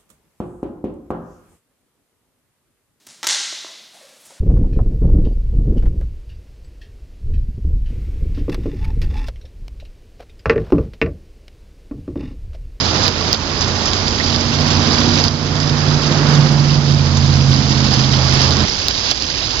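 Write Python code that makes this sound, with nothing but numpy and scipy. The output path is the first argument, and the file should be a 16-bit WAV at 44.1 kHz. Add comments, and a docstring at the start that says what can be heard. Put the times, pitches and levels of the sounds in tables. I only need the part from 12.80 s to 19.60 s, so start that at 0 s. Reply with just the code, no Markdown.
"""Waterwheel by a road

Water spills from a wheel's buckets into a pond: a rush of drops, ringing bubbles and sharp splats.
Behind it tyres roar and a V8 pickup drives past, its note sinking, until the road noise stops abruptly.
A far town hums and a breeze rumbles faintly. Two shrill microphone ports colour it all; big splats clip."""
import sys
import numpy as np
from scipy import signal
from scipy.fft import rfft, irfft
from scipy.io import wavfile

SR = 44100
rng = np.random.default_rng(int(sys.argv[2]) if len(sys.argv) > 2 else 0)


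def wav_out(sig):
    """Save sig, one row per channel (or a flat mono array), as 16-bit PCM at SR to the path in sys.argv[1]."""
    wavfile.write(sys.argv[1], SR, np.round(np.clip(np.atleast_2d(sig).T, -1, 1) * 32767).astype(np.int16))


N = 299880
T = np.arange(N) / SR
HZ = np.arange(N // 2 + 1) * SR / N
PORT_LAG_S = 10 / SR  # the water is to the left, so it reaches the right port later


def undb(db):
    """Decibels to gain."""
    return 10 ** (np.asarray(db) / 20)


def unit(x):
    """Scale to an rms of one."""
    return x / np.sqrt(np.mean(x ** 2))


def curves(table):
    """Each column of a timed table as a sample-by-sample envelope."""
    times, *columns = np.transpose(table)
    return [np.interp(T, times, column) for column in columns]


def colour(x, points):
    """Minimum-phase EQ through (Hz, dB) points, built from the cepstrum."""
    hz, db = np.transpose(points)
    gain = undb(np.interp(np.log(HZ + 1), np.log(hz), db))
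    cepstrum = irfft(np.log(gain), N)
    cepstrum[1:N // 2] *= 2
    cepstrum[N // 2 + 1:] = 0
    return irfft(rfft(x) * np.exp(rfft(cepstrum)), N)


def walk(rate_hz):
    """Smooth random drift below rate_hz, with an rms of one."""
    hz = HZ[HZ < 400]
    real, imaginary = rng.standard_normal((2, len(hz)))
    return unit(irfft((real + 1j * imaginary) * np.exp(-(hz / rate_hz) ** 2), N))


def diffuse(spacing_s):
    """Noise from all sides at two ports: centred in the bass, wide in the treble."""
    likeness = np.sinc(2 * HZ * spacing_s)
    mid, side = rfft(rng.standard_normal((2, N))) * np.sqrt([1 + likeness, 1 - likeness])
    return unit(irfft(np.array([mid + side, mid - side]), N))


def add(out, start_s, sound, lag_s):
    """Mix in a short sound that reaches the right port lag_s after the left."""
    for channel, start in enumerate([int(start_s * SR), int((start_s + lag_s) * SR)]):
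        part = out[channel, start:start + len(sound)]
        part += sound[:len(part)]


def water_loudness(fall_s=0.028):
    """The water's loudness as heard, in dB: each tipping bucket swells it, then it falls back quickly."""
    # loudness as heard, ducking while the pickup passes and then creeping back: time_s, level_db
    loudness = [(0, -16.5), (.7, -18), (1.6, -18.5), (2.1, -16), (2.65, -18.5), (3.5, -19), (4, -22.3),
                (5.1, -17), (6.8, -17)]
    # buckets tipping: crest_s, swell_db, build_s
    surges = [(.27, 2.5, 0.089), (.53, 2.5, 0.084), (2.46, 2.5, 0.071), (5.67, 4.5, 0.14),
              (6.305, 3.5, 0.11)]
    base_db, = curves(loudness)
    return base_db + sum(swell_db * np.exp(-((T - crest_s) / np.where(T < crest_s, build_s, fall_s)) ** 2)
                         for crest_s, swell_db, build_s in surges)


def drops(per_s, scatter_db, spread_s):
    """Thousands of tiny impacts on the pond, a few much harder than the rest."""
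    size = undb(scatter_db * np.minimum(rng.exponential(size=N), 4.5)) * rng.choice([-1, 1], N)
    hits = size * (rng.random(N) < per_s / SR)
    lag_s = PORT_LAG_S + spread_s * rng.standard_normal(N)
    right_arrival = np.arange(N) + np.rint(SR * lag_s).astype(int)
    return unit(np.array([hits, np.bincount(right_arrival % N, hits, N)]))


def bubble(hz, decay_s, glide):
    """Trapped air rings down, rising in pitch as it nears the surface."""
    t = T[:int(5 * decay_s * SR)]
    return np.sin(2 * np.pi * hz * t * (1 + glide * t / decay_s)) * np.exp(-t / decay_s)


def bubbles(count, low_hz, high_hz, cycles, glide, scatter_db):
    """A crowd of short-lived bubbles gurgles under the falling stream."""
    out = np.zeros((2, N))
    for when, pitch, softness, life, place in rng.random((count, 5)):
        hz = low_hz * (high_hz / low_hz) ** np.sqrt(pitch)  # small bubbles outnumber large ones
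        gain = np.sqrt(hz) * undb(-scatter_db * np.log(softness + 0.019))
        ring = bubble(hz, cycles * (.5 + life) / hz, glide)
        add(out, when * N / SR, gain * ring, PORT_LAG_S * (0.93 + 0.22 * place))
    return unit(out)


def waterfall():
    """The stream breaks into quick, uneven gushes of drops and bubbles over a bed of fine spray."""
    # tone of the falling water: frequency_hz, level_db
    water_eq = [(40, -5), (100, 0.5), (300, 4), (600, -1), (1200, -3.5), (2200, 0), (3200, 2.5), (4400, 6),
                (5500, 0.5), (6500, -6.5), (7400, -7.5)]
    gush_db = walk(13) + 1.61 * walk(33)
    patter = drops(per_s=2600, scatter_db=2.5, spread_s=.000018)
    gurgle = bubbles(count=5000, low_hz=605, high_hz=7160, cycles=5.54, glide=0.025, scatter_db=2.5)
    spray = undb(-7) * unit(colour(diffuse(spacing_s=0.00044), water_eq))
    water = undb(-5) * unit(colour(patter, water_eq)) + undb(-8) * unit(colour(gurgle, water_eq))
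    return undb(water_loudness()) * (water * undb(gush_db) + spray)


def tyres(tread_db=-27.5):
    """Each car's tyre roar swells and fades with distance; tread hiss brightens the closest passes."""
    # cars going by: nearest_s, roar_db, half_power_s
    cars = [(.27, -18.5, 0.37), (.93, -20, 0.34), (2.1, -17.7, 0.21), (2.94, -17.5, 0.45),
            (3.499, -16, 0.15), (5.82, -17.5, 0.58)]
    # tone of the road roar: frequency_hz, level_db
    road_eq = [(8, -39), (22, -6), (35, -12.5), (65, 1), (120, 4), (220, -2.5), (400, -4), (600, -7),
               (1100, -8), (2300, -15.5), (4000, -24.5), (7400, -32)]
    # tone of the tread hiss: frequency_hz, level_db
    tread_eq = [(300, -21), (900, -6.5), (1600, 4), (2400, -7), (5000, -20.5)]
    power = sum(undb(db) ** 2 / (1 + ((T - nearest_s) / half_s) ** 2) for nearest_s, db, half_s in cars)
    roar = unit(colour(diffuse(spacing_s=0.0003), road_eq)) * np.sqrt(power)
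    hiss = unit(colour(rng.standard_normal((2, N)), tread_eq))
    hiss *= undb(tread_db) * (power / power.max()) ** 2
    return (roar + hiss) * undb(.5 * walk(22))


def drive_past(nearest_s, speed_m_s, road_m):
    """Engine cycle rate and distance loss: the pickup revs up, cruises and sinks in pitch going by."""
    cruise_hz, rev_hz_per_s, cruise_from_s = 17.354, .563, 2.2
    sound_m_s = 343
    along_m = speed_m_s * (T - nearest_s)
    distance_m = np.hypot(along_m, road_m)
    engine_hz = cruise_hz - rev_hz_per_s * np.maximum(cruise_from_s - T, 0)
    doppler_hz = -cruise_hz * speed_m_s / sound_m_s * along_m / distance_m
    return engine_hz + doppler_hz, 20 * np.log10(distance_m / road_m)


def pickup(jitter, wobble_db, throb_db):
    """Eight firings a cycle make the note; uneven spacing in each exhaust bank adds burble around it."""
    # exhaust partials, relative to their register: cycle_multiple, level_db
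    partials = [(2, -20.5), (3, -26), (4, -24), (5, 1), (7, -15.5), (8, -1), (9, -14), (12, -6.5),
                (13, 0.5), (15, -7.5), (16, -7), (17, -14), (19, -9)]
    # the firing note wavers in level: time_s, offset_db
    waver = [(1.35, -8), (1.85, 4.5), (2.15, -3.5), (2.8, 4), (3.38, 0.5), (3.55, 5), (4.38, -3), (4.62, 4),
             (4.95, -1.5), (5.55, 2), (5.8, -3)]
    # burble below and above the firing note: time_s, low_db, upper_db
    burble = [(0, -23.5, -31), (1.0, -23.5, -30), (2.15, -22, -21), (2.7, -16.5, -23.5),
              (3.65, -29.5, -22.5), (4.4, -15, -25.5), (5.15, -23.5, -20), (5.45, -19, -29),
              (5.8, -19.5, -23)]
    cycle_hz, loss_db = drive_past(nearest_s=4.35, speed_m_s=22, road_m=17.6)
    waver_db, = curves(waver)
    firing_db = -9.5 - loss_db + waver_db
    low_db, upper_db = curves(burble)
    phase = 2 * np.pi * np.cumsum(cycle_hz * (1 + jitter * walk(13.8))) / SR
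    exhaust = np.zeros(N)
    for order, db in partials:
        register_db = low_db if order < 8 else firing_db if order < 10 else upper_db
        gain = undb(register_db + db + wobble_db * walk(10))
        exhaust += gain * np.sin(order * phase + 2 * np.pi * rng.random())
    return np.sqrt(2) * exhaust * undb(throb_db * walk(91))  # no two firings burn equally hard


def town():
    """A distant wash of traffic with a wavering low hum in it."""
    # far-off hum: pitch_hz, level_db
    hum_tones = [(60, -34), (119, -36)]
    # tone of the distant traffic: frequency_hz, level_db
    town_eq = [(10, -28), (25, -9), (42, -7.5), (55, -2.5), (61, -0.5), (69, -12), (85, -1), (120, -8),
               (200, -10.5), (500, -18), (1200, -23), (3000, -29.5)]
    hum = sum(undb(db + 2 * walk(3.6)) * np.sqrt(2) * np.sin(2 * np.pi * hz * T + 0.24 * walk(0.97))
              for hz, db in hum_tones)
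    return hum + undb(-23) * unit(colour(diffuse(spacing_s=0.00028), town_eq))


def breeze():
    """Faint moving air rumbles at each port on its own, more on the left."""
    # tone of the rumble: frequency_hz, level_db
    rumble_eq = [(10, -37.5), (40, -2), (80, -2), (160, -10), (600, -38.5)]
    return unit(colour(rng.standard_normal((2, N)), rumble_eq)) * undb([[-30], [-38]])


def small_gouts(per_s, pitch_hz, scatter_octaves, ping_boost_db):
    """Cues for lesser splats at random moments, their level following the water's loudness."""
    count = int(per_s * N / SR)
    start_s = (np.arange(count) + rng.random(count)) / per_s
    hz = pitch_hz * 2 ** (scatter_octaves * rng.standard_normal(count))
    water_db = np.interp(start_s, T, water_loudness())
    return list(zip(start_s, water_db + ping_boost_db, hz, water_db))


def splats(cycles, spatter_s, grain_db):
    """A gout slaps the pond: trapped air pings for a few cycles and droplets patter down after it."""
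    # the largest gouts: start_s, ping_db, pitch_hz, spatter_db
    big_gouts = [(.2798, 6, 4100, -23), (.5292, 10.5, 4630, -18), (.546, -5, 3920, -27),
                 (.8096, -2.5, 6050, -13), (1.056, -4, 5070, -12), (1.1328, -2.5, 3740, -11.5),
                 (1.2813, -6.5, 4550, -16), (1.9035, -8.5, 4170, -11), (2.4394, 2, 4500, -27),
                 (2.4817, 2, 4800, -20), (2.801, -6, 4640, -15), (3.323, -7.5, 3720, -16),
                 (4.37, -18, 4800, -14.5), (4.8953, -7.5, 5150, -17), (5.7074, -1.5, 4100, -33),
                 (5.7683, -3, 4900, -19), (6.0834, 11.5, 4070, -28), (6.3121, 4, 4230, -17),
                 (6.4223, -2.5, 4520, -17)]
    gouts = big_gouts + small_gouts(per_s=2, pitch_hz=4600, scatter_octaves=0.16, ping_boost_db=2.5)
    out, t = np.zeros((2, N)), T[:SR // 10]
    for start_s, ping_db, hz, spatter_db in gouts:
        age = t * hz / cycles
        ping = np.sin(2 * np.pi * hz * t) * age * np.exp(1 - age)
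        droplets = unit(rng.standard_normal(len(t)) * undb(grain_db * rng.standard_normal(len(t))))
        spatter = droplets * np.exp(-t / spatter_s)
        add(out, start_s, undb(ping_db) * ping + undb(spatter_db) * spatter, PORT_LAG_S)
    return out


def plops(count):
    """A pocket of air breaks into a few big bubbles that ring out over the rush."""
    # air pockets breaking up: start_s, first_bubble_db, pitch_hz, decay_s
    pockets = [(1.399, -10, 1955, 0.0039), (3.895, -16.5, 2720, 0.0026)]
    out = np.zeros((2, N))
    for start_s, db, hz, decay_s in pockets:
        for k, detune in enumerate(rng.standard_normal(count)):
            ring = bubble(hz * (1 + 0.051 * detune), decay_s, glide=0.02)
            add(out, start_s + k * decay_s, undb(db - k) * ring, PORT_LAG_S)
    return out


def scene():
    """Water up close, the town far off, and between them the road, which cuts out near the end."""
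    road_end_s, fade_s = 5.855, 0.0038
    road_gate = np.clip((road_end_s - T) / fade_s, 0, 1)
    road = (tyres() + pickup(jitter=0.0035, wobble_db=1.5, throb_db=1.8)) * road_gate
    water = waterfall() + splats(cycles=0.93, spatter_s=.014, grain_db=5.5) + plops(count=4)
    return water + road + town() + breeze()


def record(dry):
    """Port resonances, level dips and a narrow band; the loudest peaks clip and spit a little treble."""
    # each microphone port has its own cavity resonance: frequency_hz, left_db, right_db
    port_eq = [(105, -8, -1), (1200, -7, 2), (2300, -10.5, 0.5), (3250, -14.5, 2.5), (4400, -11, 1),
               (4980, -17.5, 10), (5535, 1.5, 0.5), (6110, 6, 2.5), (6210, 4, 2.5), (7530, -6, -11.5)]
    # the whole mix ducks abruptly and creeps back: start_s, depth_db, recovery_s
    dips = [(.29, 5, 0.16), (0.551, 5, 0.25), (2.474, 6, 0.47), (5.72, 2, 0.036), (6.11, 4, 0.076),
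            (6.321, 5, 0.16)]
    sound = np.array([colour(dry[c], np.array(port_eq)[:, [0, c + 1]]) for c in range(2)])
    for start_s, depth_db, recovery_s in dips:
        attack = np.clip((T - start_s) / 0.012, 0, 1)
        release = np.exp(-np.maximum(T - start_s, 0) / recovery_s)
        sound *= undb(-depth_db * attack * release)
    sound = signal.sosfilt(signal.butter(2, 20, "highpass", fs=SR, output="sos"), sound)
    narrow = signal.sosfilt(signal.ellip(10, .3, 80, 7480, fs=SR, output="sos"), sound)
    clipped = np.clip(narrow, -.97, .97)
    softened = signal.sosfilt(signal.butter(2, 11500, fs=SR, output="sos"), clipped)
    return signal.sosfilt(signal.ellip(8, .2, 70, 15000, fs=SR, output="sos"), softened)


dry = scene()
out = record(dry)
wav_out(out)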